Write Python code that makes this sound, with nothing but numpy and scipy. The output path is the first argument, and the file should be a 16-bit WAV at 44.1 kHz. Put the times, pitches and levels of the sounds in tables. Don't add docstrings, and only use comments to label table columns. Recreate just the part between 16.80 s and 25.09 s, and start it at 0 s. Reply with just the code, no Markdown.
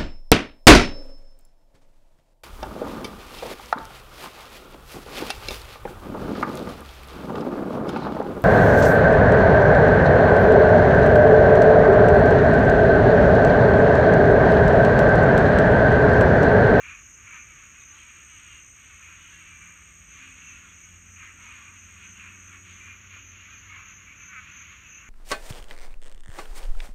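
import sys
import numpy as np
from scipy import signal
from scipy.fft import rfft, irfft, next_fast_len
from scipy.io import wavfile
from scipy.ndimage import uniform_filter1d, minimum_filter1d

SR = 44100
rng = np.random.default_rng(int(sys.argv[2]) if len(sys.argv) > 2 else 0)


def log_audio(samples):
    frames = np.atleast_2d(samples).T
    limited = np.clip(frames, -1, 1)
    pcm = np.round(limited * 32767).astype(np.int16)
    wavfile.write(sys.argv[1], SR, pcm)


def voltage_ratio(decibels):
    exponent = np.asarray(decibels, float) / 20
    return 10 ** exponent


N = 365588
T = np.arange(N) / SR


def evened(x):
    return x / np.sqrt(np.mean(x ** 2) + 1e-20)


def curves(rows, t):
    s, *columns = np.transpose(rows)
    return [np.interp(t, s, c) for c in columns]


def read(points, hz):
    f, value = np.transpose(points)
    return np.interp(np.log(hz + 1), np.log(f + 1), value, left=-90, right=-90)


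def colour(x, points):
    size = next_fast_len(N)
    gain = voltage_ratio(read(points, np.fft.rfftfreq(size, 1 / SR)))
    return evened(irfft(rfft(x, size) * gain, size)[:N])


def add(mix, s, sound):
    part = mix[round(s * SR):][:len(sound)]
    part += sound[:len(part)]


def ring(x, hz, width_hz):
    return signal.lfilter(*signal.iirpeak(hz, hz / width_hz, SR), x)


def drift(hz):
    steps = rng.standard_normal(600)
    return np.interp(T * hz, np.arange(600), steps)


def woods(x, t60_s, gap_s):
    t = np.arange(SR // 2) / SR
    tail = rng.standard_normal(len(t)) * voltage_ratio(-60 * t / t60_s) * (t > gap_s)
    return signal.fftconvolve(x, tail / np.linalg.norm(tail))[:len(x)]


def strokes(turns, duty):
    return np.sin(np.pi * np.clip(turns % 1 / duty, 0, 1))


# frequency in Hz, density in dB per Hz.
RUMBLE = [(16, -53), (28, -34), (43, -1), (70, 1.5), (92, -0.5), (144, -10), (233, -12), (270, -16),
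          (326, -14), (371, -20.5), (599, -24.5), (900, -27.5), (1170, -41), (1980, -120)]
# time in seconds, level in dB.
RUMBLE_DB = [(0.0, -57.5), (1.6, -59.5), (3.3, -58.5), (8.29, -58)]


def road():
    return voltage_ratio(curves(RUMBLE_DB, T)[0]) * colour(rng.standard_normal(N), RUMBLE)


# time in seconds, pitch in Hz, level in dB.
MOTOR = [
    (4.9, 198, -89.5),
    (5.2, 198.6, -64.5),
    (5.9, 203.4, -70),
    (6.3, 201.6, -72.5),
    (7.0, 206, -69.5),
    (7.5, 204.8, -80),
    (7.9, 205, -86),
]


def steady_motor():
    hz, db = curves(MOTOR, T)
    tone = np.exp(2j * np.pi * np.cumsum(hz + 1.52 * drift(5)) / SR)
    return voltage_ratio(db) * (tone + 0.23 * tone ** 2).real


# time in seconds, shaft rate in Hz.
ENGINE = [
    (1.5, 40.35),
    (4, 43.92),
    (7, 47.07),
    (8.29, 48.4),
]
# frequency in Hz, width in Hz, level in dB.
PIPE = [(84, 2.9, -62.5), (89.54, 3.5, -59), (92.77, 2.6, -57), (168.8, 4.2, -66), (175.4, 4, -67),
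        (182.7, 3.1, -65.5), (190.7, 3.1, -67), (143.5, 2, -72), (224.5, 9, -71), (259.8, 3.5, -68),
        (267, 3, -72.5), (274, 3.2, -71), (368.4, 10, -77), (281, 4.8, -72.5)]


def far_engine():
    shaft_hz = curves(ENGINE, T)[0]
    turn = 2 * np.pi * np.cumsum(shaft_hz + .5 * drift(12)) / SR
    engine = np.zeros(N)
    for order in 2, 3, 4, 5, 6, 8:
        power = sum(voltage_ratio(db - 11 * ((order * shaft_hz - hz) / width) ** 2) ** 2 for hz, width, db in PIPE)
        waver = voltage_ratio((1.5 + 0.19 * order) * drift(9))
        engine += np.sqrt(power) * waver * np.sin(order * turn)
    return engine


def far_traffic():
    fade = np.clip(T / ENGINE[0][0], 0, 1) * np.sqrt(2)
    return fade * (far_engine() + steady_motor()) + road()


# time in seconds, level between chirps in dB, swell with the near cricket in dB.
DRONE = [
    (0, -54.5, 1.5),
    (1.5, -55.5, 0),
    (2.65, -57, 0.5),
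    (3.5, -56, 1.5),
    (4.8, -56.5, 1.5),
    (6.5, -56.5, 0.5),
    (7.3, -57.5, 2),
    (8.29, -58, 2.5),
]
# frequency in Hz, density in dB per Hz.
DRONE_COLOUR = [(4400, -60), (4900, -36.5), (5300, -21.5), (5830, -8.5), (6100, -3.5), (6450, 0), (6680, 4),
                (6850, -5), (7050, -8), (7250, -19), (7500, -19), (8000, -28), (8600, -59), (9500, -66)]
# frequency in Hz, density in dB per Hz.
OCTAVE_COLOUR = [(8000, 2.5), (8600, -1.5), (9300, -4), (10300, -8), (11300, -10.5), (11900, -7),
                 (12300, -2), (13300, -2.5), (13900, -11), (14200, -14), (15000, -12.5), (15800, -11.5)]
OCTAVE_DB = -76.5
SWELL_LAG_S, SWELL_S = 0.084, 0.067
TOP_DB, TOP_SWING_DB = -14.5, 6


def crickets(count=36):
    song, octave = np.zeros(N), np.zeros(N)
    for k, (pitch, phase, pace) in enumerate(rng.random((count, 3))):
        hz = 5750 + 1400 * (k + pitch) / count
        strokes_per_s = 90.6 if k % 3 == 0 else 34 + 30 * pace
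        chirp = 0.1 + strokes((2.6 + 0.871 * pace) * T + phase * 7, 0.56)
        beat = strokes(strokes_per_s * T + phase, 0.68) * chirp * voltage_ratio(read(DRONE_COLOUR, hz))
        turn = 2 * np.pi * np.cumsum(hz + 45 * drift(40)) / SR
        song += beat * np.sin(turn)
        octave += beat * np.sin(2 * turn)
    far = colour(rng.standard_normal(N), DRONE_COLOUR)
    song = evened(far + voltage_ratio(-3) * evened(song + .9 * woods(song, .3, .006)))
    high = colour(rng.standard_normal(N), OCTAVE_COLOUR) + voltage_ratio(-2.5) * evened(octave)
    mass_db, swell_db = curves(DRONE, T)
    answer = sum(np.exp(-((T - s - SWELL_LAG_S) / SWELL_S) ** 2) for s, *_ in CHIRPS)
    mass_db = mass_db + swell_db * answer
    top = strokes(47 * T, 0.57) * np.sin(2 * np.pi * np.cumsum(6965 + 14 * drift(30)) / SR)
    song = song + voltage_ratio(TOP_DB + TOP_SWING_DB * drift(3)) * top
    return voltage_ratio(mass_db + 2.5) * song + voltage_ratio(OCTAVE_DB) * high


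# time in seconds, level in dB, pitch in Hz, lead on an even beat in strokes.
TRILL = [(0.05, -69.5, 8175, 0.3), (0.3, -67.5, 8190, 0.32), (0.8, -67.5, 8275, 0.54),
         (1.68, -60.3, 8296, 0.73), (2.3, -65.0, 8297, 0.86), (2.95, -63.3, 8297, 0.96),
         (3.9, -67.5, 8290, 0.77), (4.55, -65.8, 8285, 0.61), (5.3, -65.8, 8285, 0.39),
         (5.9, -68.5, 8303, 0.2), (6.12, -76, 8290, 0.21)]
# time in seconds, level in dB, pitch in Hz.
RETURN = [(0, -82, 8000), (1.1, -77, 8050), (1.7, -76, 7950), (2.6, -79, 7870), (3.8, -74.5, 7890),
          (4.6, -75.5, 7900), (4.95, -80, 7860), (5.45, -76, 7830), (5.75, -73.5, 7950), (6.06, -74, 8050),
          (6.12, -85, 8050)]
TRILL_PER_S = 60.2


def trill():
    db, hz, lead = curves(TRILL, T)
    pace = TRILL_PER_S + np.gradient(lead) * SR
    u = (TRILL_PER_S * T + lead + .5) % 1 - .5
    arch = (hz + 34 + 9 * drift(30)) * u - 750 * u ** 3
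    slip = 1.1 * drift(25) + .8 * drift(60) + 2 * np.pi * np.cumsum(22 * drift(4)) / SR
    stroke = np.exp(-(u / .31) ** 2) * np.cos(np.pi * u) ** 2
    tone = evened(stroke * np.sin(2 * np.pi * arch / pace + slip) * voltage_ratio(1.5 * drift(27)))
    back_db, back_hz = curves(RETURN, T)
    back = evened(stroke * np.sin(2 * np.pi * back_hz * u / pace - 30 * u ** 2 + 1.8 * drift(40)))
    tone = tone * voltage_ratio(db - .6) + voltage_ratio(back_db) * np.roll(back, 280)
    tone = tone * np.clip((TRILL[-1][0] + .04 - T) * 12, 0, 1)
    return tone + voltage_ratio(-13) * woods(tone, .15, .004)


# time in seconds, level in dB.
TICKS = [
    (2.391, -63),
    (2.395, -66),
    (2.399, -67),
    (2.404, -69),
]


def rustle():
    out = np.zeros(N)
    for s, db in TICKS:
        add(out, s, voltage_ratio(db) * rng.standard_normal(90) * np.hanning(90))
    return ring(ring(out, 14500, 4500), 14500, 4500)


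# time in seconds, pitch in Hz, level in dB.
KNOCK = (6.364, 590, -48)


def knock():
    out = np.zeros(N)
    s, hz, db = KNOCK
    t = np.arange(600) / SR
    add(out, s, voltage_ratio(db - 60 * t / 0.0094) * np.sin(2 * np.pi * hz * t))
    return out


# start in seconds, number of strokes, level in dB.
CHIRPS = [(.203, 6, -55.7), (.516, 5, -55.5), (.997, 5, -54.1), (1.441, 6, -56.1), (1.796, 5, -56.3),
          (2.128, 5, -57.6), (2.409, 6, -59.1), (2.758, 6, -58.8), (3.276, 4, -56.1), (3.606, 5, -53.9),
          (3.928, 5, -56.7), (4.26, 4, -55.6), (4.567, 5, -58.4), (4.927, 6, -58.5), (5.237, 4, -54.6),
          (5.567, 5, -55.8), (5.927, 5, -57.2), (6.386, 5, -56.9), (6.699, 4, -56.8), (7.052, 5, -54.6),
          (7.373, 5, -54.4), (7.708, 5, -54.3), (8.066, 5, -54.4)]
CHIRP_HZ, STROKES_PER_S = 6210, 38.6


def near_cricket():
    out = np.zeros(N)
    for s, count, db in CHIRPS:
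        length_s = count / STROKES_PER_S
        t = np.arange(int(length_s * SR)) / SR
        turns = t * STROKES_PER_S
        sag_hz = 40 * (.4 - turns % 1)
        tone = np.exp(2j * np.pi * np.cumsum(CHIRP_HZ + sag_hz + 24 * drift(60)[:len(t)]) / SR)
        beat = np.tanh(1.5 * strokes(turns, .8)) * (.65 + .5 * t / length_s)
        voice = voltage_ratio(1.5 * (db + 57.5) - 50.5) * tone + voltage_ratio(-78) * tone ** 2
        add(out, s, beat * voice.real)
    return out + voltage_ratio(-8) * woods(out, .15, .008)


# peak in seconds, rise in seconds, fall in seconds, level in dB, brightness in dB.
WAVES = [(.1, 0.18, 0.1, -49, -1.5), (.56, 0.12, 0.052, -48.5, -4.5), (.75, 0.42, 0.61, -56, 0),
         (1.19, 0.076, 0.47, -60.5, 9), (1.45, 0.36, 0.3, -62.5, -7.5), (1.74, 0.56, 0.1, -57.5, 6.5),
         (2.26, 0.26, 0.37, -55, 1), (2.55, 0.19, 0.42, -58.5, 9.5), (2.89, 0.27, 0.2, -55, -3.5),
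         (3.388, 0.12, 0.47, -54.5, 4.5), (3.72, .12, 0.32, -56.5, 1.5), (4.45, 0.12, 0.11, -50.5, -2.5),
         (4.65, 0.058, 0.36, -51.5, 3), (5.22, 0.15, 0.24, -56.5, 5), (5.46, 0.13, 0.065, -52, 0),
         (5.76, 0.49, .08, -54.5, -2.5), (6.08, 0.17, 0.18, -53.5, -1), (6.35, 0.13, 0.11, -54.5, 5),
         (6.72, 0.29, 0.11, -55, 6), (6.96, 0.23, 0.37, -52, 0.5), (7.4, 0.073, 0.24, -57, -2),
         (7.68, 0.34, 0.77, -54, 1), (7.98, 0.54, 0.1, -59, 9.5), (8.24, 0.081, 0.31, -58.5, -4)]
# peak in seconds, level in dB.
SHRILL = [
    (2.05, -62),
    (3.08, -65),
    (3.92, -71.5),
    (4.08, -68),
    (5.92, -58),
]
SHRILL_RISE_S, SHRILL_FALL_S, SHRILL_BRIGHT_DB = 0.12, 0.19, 13
MURMUR_DB, WAVE_EDGE_DB = -64.5, -9.5


def wave_levels(t):
    shrill = [(s, SHRILL_RISE_S, SHRILL_FALL_S, db, SHRILL_BRIGHT_DB) for s, db in SHRILL]
    peak, rise, fall, db, bright_db = np.transpose(WAVES + shrill)[:, :, None]
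    away = np.maximum((peak - t) / rise, (t - peak) / fall)
    power = voltage_ratio(db + WAVE_EDGE_DB * away) ** 2
    total = power.sum(0) + voltage_ratio(MURMUR_DB) ** 2
    return 10 * np.log10(total), (power * bright_db).sum(0) / total


def pulses(length_s, first_hz, last_hz, rough):
    u = np.arange(int(length_s * SR)) / (length_s * SR)
    shake = uniform_filter1d(rng.standard_normal(SR // 4), 150)[:len(u)]
    pace_hz = last_hz + (first_hz - last_hz) * (1 - u) ** 1.6
    turns = np.cumsum(pace_hz * (1 + 1.5 * rough * shake)) / SR
    clicks = np.diff(np.floor(turns), prepend=0) * (1 + 6 * rough * shake)
    return clicks * np.sin(np.pi / 2 * np.minimum(u / 0.5, 1)) ** 1.25 * np.minimum((1 - u) / 0.15, 1)


# frequency in Hz, density in dB per Hz.
FROG_COLOUR = [(600, -34), (750, -49), (880, -19), (1000, -11.5), (1130, -5), (1270, -4.5), (1880, -2),
               (2400, 1), (2680, -0.5), (3100, -7.5), (3800, -18.5), (4800, -29), (5300, -42), (6800, -62)]
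UPPER_FOLLOW, OVERTONE_FOLLOW = 0.85, 0.99
UPPER_BRIGHT = 0.34


def chorus(count=480):
    voices = np.zeros((10, N + SR))
    for k, (at, long, pitch, far) in enumerate(rng.random((count, 4))):
        quack = pulses(.09 + .08 * long, 290 + 110 * pitch, 205 + 90 * pitch, .15)
        add(voices[k % 10], at * (N + SR) / SR, voltage_ratio(-16 * far) * quack)
    crowd = 0
    for voice, throat in zip(voices, np.linspace(.86, 1.16, 10)):
        call = voice + 3.2 * ring(voice, 2450 * throat, 130) + 1.8 * ring(voice, 1350 * throat, 130)
        crowd = crowd + call + woods(call, .5, .008)
    hz, t, z = signal.stft(crowd[SR:], SR, nperseg=512, noverlap=384)
    power = uniform_filter1d(abs(z) ** 2, size=40, axis=1)
    z = z / np.sqrt(uniform_filter1d(power, size=5, axis=0) + 1e-20)
    low_db, bright_db = wave_levels(t)
    swell_db = low_db - low_db.mean()
    up_db = (UPPER_FOLLOW - 1) * swell_db + UPPER_BRIGHT * bright_db
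    over_db = (OVERTONE_FOLLOW - 1) * swell_db + bright_db
    up = np.clip((hz[:, None] - 1750) / 300, 0, 1)
    over = np.clip((hz[:, None] - 2850) / 300, 0, 1)
    wave_db = low_db + (up - over) * (up_db - up_db.mean()) + over * (over_db - over_db.mean())
    shape = voltage_ratio(read(FROG_COLOUR, hz))[:, None]
    shape = shape / np.sqrt(np.sum(shape[(hz > 900) & (hz < 1900)] ** 2) * 4 / 3)
    return signal.istft(z * shape * voltage_ratio(wave_db - 0.33), SR, nperseg=512, noverlap=384)[1][:N]


# start in seconds, length in seconds, middle pitch in Hz, level in dB.
RISING = [(2.556, 0.1, 2455, -58), (3.313, 0.25, 2474, -56.5), (4.602, 0.09, 2200, -54.5),
          (5.159, 0.11, 2504, -56), (5.997, 0.13, 2396, -50.5), (6.307, 0.093, 2428, -53),
          (6.5, 0.12, 2730, -57.5), (6.94, 0.11, 2330, -52), (1.48, 0.15, 2930, -60),
          (4.76, 0.19, 1155, -60), (5.22, 0.071, 1575, -65), (2.37, 0.078, 3550, -70),
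          (2.39, 0.082, 2600, -81), (4.04, 0.1, 2960, -67), (5.76, 0.047, 2505, -65),
          (3.83, 0.054, 1170, -68)]
STEADY = [(.013, 0.13, 1476, -62), (.03, 0.14, 2476, -50), (.48, 0.2, 2327, -55), (1.653, 0.071, 2403, -61),
          (1.663, 0.14, 2814, -55.5), (2.21, 0.15, 1327, -65), (2.219, 0.16, 2504, -55.5),
          (2.221, 0.092, 2272, -63), (2.661, 0.086, 2360, -55), (2.834, 0.11, 2340, -59),
          (3.603, 0.18, 2682, -54.5), (4.38, 0.059, 2120, -58), (4.819, 0.087, 2437, -54),
          (6.303, 0.089, 1438, -59), (6.364, 0.082, 2840, -59.5), (6.677, 0.087, 1577, -58),
          (6.888, 0.16, 1265, -59.5), (7.389, 0.068, 2580, -58.5), (7.775, 0.14, 2250, -54.5),
          (8.032, 0.051, 2606, -53.5), (8.105, 0.063, 2600, -53), (0, 0.12, 2360, -51.5),
          (.46, 0.095, 2305, -52.5), (1.11, 0.075, 1168, -60), (5.27, 0.039, 2900, -60),
          (5.65, 0.097, 3320, -70), (.93, 0.11, 2530, -63), (.5, 0.11, 1300, -66), (6.94, 0.071, 1070, -58),
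          (3.44, 0.12, 2480, -58.5), (7.66, 0.1, 2504, -62), (3.64, 0.15, 2470, -57.5),
          (2.68, 0.23, 2330, -58)]
FALLING = [(.64, 0.11, 2270, -58.5), (1.175, 0.03, 2800, -61), (1.183, 0.035, 3170, -58),
           (1.2, 0.17, 2435, -59.5), (2.051, 0.13, 2355, -61), (2.4, 0.11, 2940, -58),
           (2.552, 0.15, 2680, -56.5), (4.352, 0.17, 2360, -55), (4.58, 0.16, 1284, -59.5),
           (4.652, 0.13, 2480, -54), (4.947, 0.088, 2550, -60), (5.44, 0.12, 2580, -58),
           (5.705, 0.058, 2283, -55), (7.259, 0.053, 2318, -51.5), (7.307, 0.057, 2485, -53),
           (7.383, 0.056, 2350, -53.5), (7.632, 0.094, 2420, -55.5), (6.863, .026, 4100, -74),
           (6.775, 0.02, 4430, -75), (1.37, 0.054, 2780, -60), (2.5, 0.11, 1690, -61),
           (2.79, 0.039, 2350, -60), (3.85, 0.073, 3400, -66.5), (4.03, 0.051, 1520, -64),
           (4.59, 0.095, 973, -64)]
DROPPING = [(.41, .09, 2480, -60), (.53, 0.086, 2420, -53), (2.89, .05, 2400, -60),
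            (3.48, 0.042, 2250, -57), (3.98, 0.072, 2280, -60), (4.36, 0.055, 2520, -56),
            (4.42, 0.082, 2080, -54), (4.59, 0.032, 1500, -61), (4.7, 0.077, 2210, -63),
            (5.345, 0.083, 2720, -53), (5.4, .08, 2400, -53), (5.43, 0.064, 1400, -68),
            (5.69, .06, 1400, -61), (6.62, .07, 2280, -54.5), (6.72, .05, 2480, -57),
            (6.89, 0.084, 2150, -52), (6.93, 0.082, 1250, -61), (8.17, 0.073, 2710, -59),
            (3.4, .05, 1580, -63), (3.83, .05, 1420, -61)]
DIVING = [
    (1.15, 0.025, 3170, -59.5),
    (1.14, .03, 3950, -73),
    (1.195, .03, 4050, -73),
    (1, .025, 3700, -64),
    (5.435, .04, 1700, -63),
]
RISE_HZ_PER_S, FALL_HZ_PER_S, DROP_HZ_PER_S, DIVE_HZ_PER_S = 813, -850, -1700, -7000


def near_quack(length_s, hz, glide_hz_per_s, db):
    u = np.arange(int(length_s * SR)) / (length_s * SR)
    waver = evened(uniform_filter1d(rng.standard_normal(SR // 2), 500))[:len(u)]
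    turn = 2 * np.pi * np.cumsum(hz + glide_hz_per_s * length_s * (u - .5) + 32 * waver) / SR
    pace_hz = (230 + 90 * rng.random()) * (1.2 - 0.318 * u + 0.013 * waver)
    throb = np.exp(.7 * np.cos(2 * np.pi * np.cumsum(pace_hz) / SR))
    rasp = evened(signal.oaconvolve(rng.standard_normal(SR // 2), np.hanning(300), "same"))[:len(u)]
    throb = throb * voltage_ratio(2.5 * rasp - .5)
    turn = turn + .3 * rasp[::-1]
    quack = voltage_ratio(db + 1.5) * np.sin(np.pi * u) ** 0.23 * throb * np.sin(turn)
    quack = np.pad(quack, (0, SR // 2))
    return quack + voltage_ratio(-4) * woods(quack, 0.22, 0.011)


def near_frogs():
    out = np.zeros(N)
    groups = [(RISING, RISE_HZ_PER_S), (STEADY, 0), (FALLING, FALL_HZ_PER_S),
              (DROPPING, DROP_HZ_PER_S), (DIVING, DIVE_HZ_PER_S)]
    for calls, glide in groups:
        for s, length_s, hz, db in calls:
            add(out, s, near_quack(length_s, hz, glide, db))
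    return signal.sosfilt(signal.butter(4, 900, "high", fs=SR, output="sos"), out)


# time into the call in seconds, level in dB, throat pulses per second.
NEAREST = [
    (0, -62, 385),
    (.008, -53, 378),
    (.043, -52, 379),
    (.056, -46, 300),
    (.082, -46, 268),
    (.086, -41.5, 259),
    (.102, -41, 256),
    (.122, -42.5, 247),
    (.128, -56, 230),
]
# start in seconds, level in dB.
NEAREST_CALLS = [
    (7.477, 1.3),
    (8.217, -6.5),
]
# resonance in Hz, width in Hz, level in dB.
SAC = [
    (1380, 560, 0),
    (2270, 700, 0.5),
]


def nearest_frog():
    out = np.zeros(N)
    t = np.arange(int(NEAREST[-1][0] * SR)) / SR
    db, hz = curves(NEAREST, t)
    band = signal.butter(4, [1150, 2720], "band", fs=SR, output="sos")
    for s, call_db in NEAREST_CALLS:
        turns = np.cumsum(hz * (1 + 0.0077 * drift(70)[:len(t)])) / SR + 0.3
        clicks = np.diff(np.floor(turns), prepend=0)
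        clicks = clicks * voltage_ratio(drift(200)[:len(t)])
        voice = 0
        for k, (f, width, gain_db) in enumerate(SAC):
            rung = ring(ring(ring(clicks, f, 4.1 * width), f, width), f, width)
            voice = voice + (-1) ** k * voltage_ratio(gain_db) * rung
        add(out, s, evened(signal.sosfilt(band, voice)) * voltage_ratio(db + call_db))
    return out + voltage_ratio(-13) * woods(out, .2, .01)


def scene():
    insects = crickets() + trill() + near_cricket()
    frogs = chorus() + near_frogs() + nearest_frog()
    return (far_traffic() + insects + rustle() + knock() + frogs)[None]


def masked(x):
    hz, t, z = signal.stft(x, SR, nperseg=1024, noverlap=768)
    column_hz = hz[:, None]
    power = uniform_filter1d(uniform_filter1d(abs(z) ** 2, size=7, axis=0), size=5, axis=1)
    level_db = 10 * np.log10(power + 1e-20)
    loud_db = -minimum_filter1d(-level_db, size=55, axis=0, origin=27)
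    upper_db = np.where(column_hz > 7400, level_db, -200)
    upper_db = -minimum_filter1d(-upper_db, size=55, axis=0, origin=27)
    loud_db = uniform_filter1d(np.where(column_hz > 8400, upper_db, loud_db), size=25, axis=1)
    reach_db = np.interp(hz, [8350, 8450, 9000, 9700, 10100, 11000, 13900, 14300, 15700],
                         [28.5, 24, 22, 24.5, 25, 31, 13, 14.5, 16.5])[:, None]
    frogs_db = uniform_filter1d(level_db[(hz > 2900) & (hz < 4500)].mean(0), size=9)
    lift = np.interp(hz, [8300, 8700, 10000, 10600], [0, 1, 1, 0])[:, None]
    reach_db = reach_db + lift * (frogs_db - frogs_db.mean())
    cells = rng.standard_normal((len(hz) // 4 + 1, len(t) // 4 + 1))
    chance = np.kron(uniform_filter1d(cells, size=2, axis=1), np.ones((4, 4)))[:len(hz), :len(t)]
    reach_db = reach_db + 4.5 * chance
    keep = np.clip((level_db - loud_db + reach_db) / 0.84, .02, 1)
    keep = np.where((column_hz > 7300) & (abs(column_hz - 12500) > 1500), keep, 1)
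    return signal.istft(z * keep, SR, nperseg=1024, noverlap=768)[1][:N]


def top_cut(x):
    return signal.sosfilt(signal.butter(12, 15750, fs=SR, output="sos"), x)


def record(dry):
    mix = masked(dry[0])[None]
    return top_cut(mix)


dry = scene()
out = record(dry)
log_audio(out)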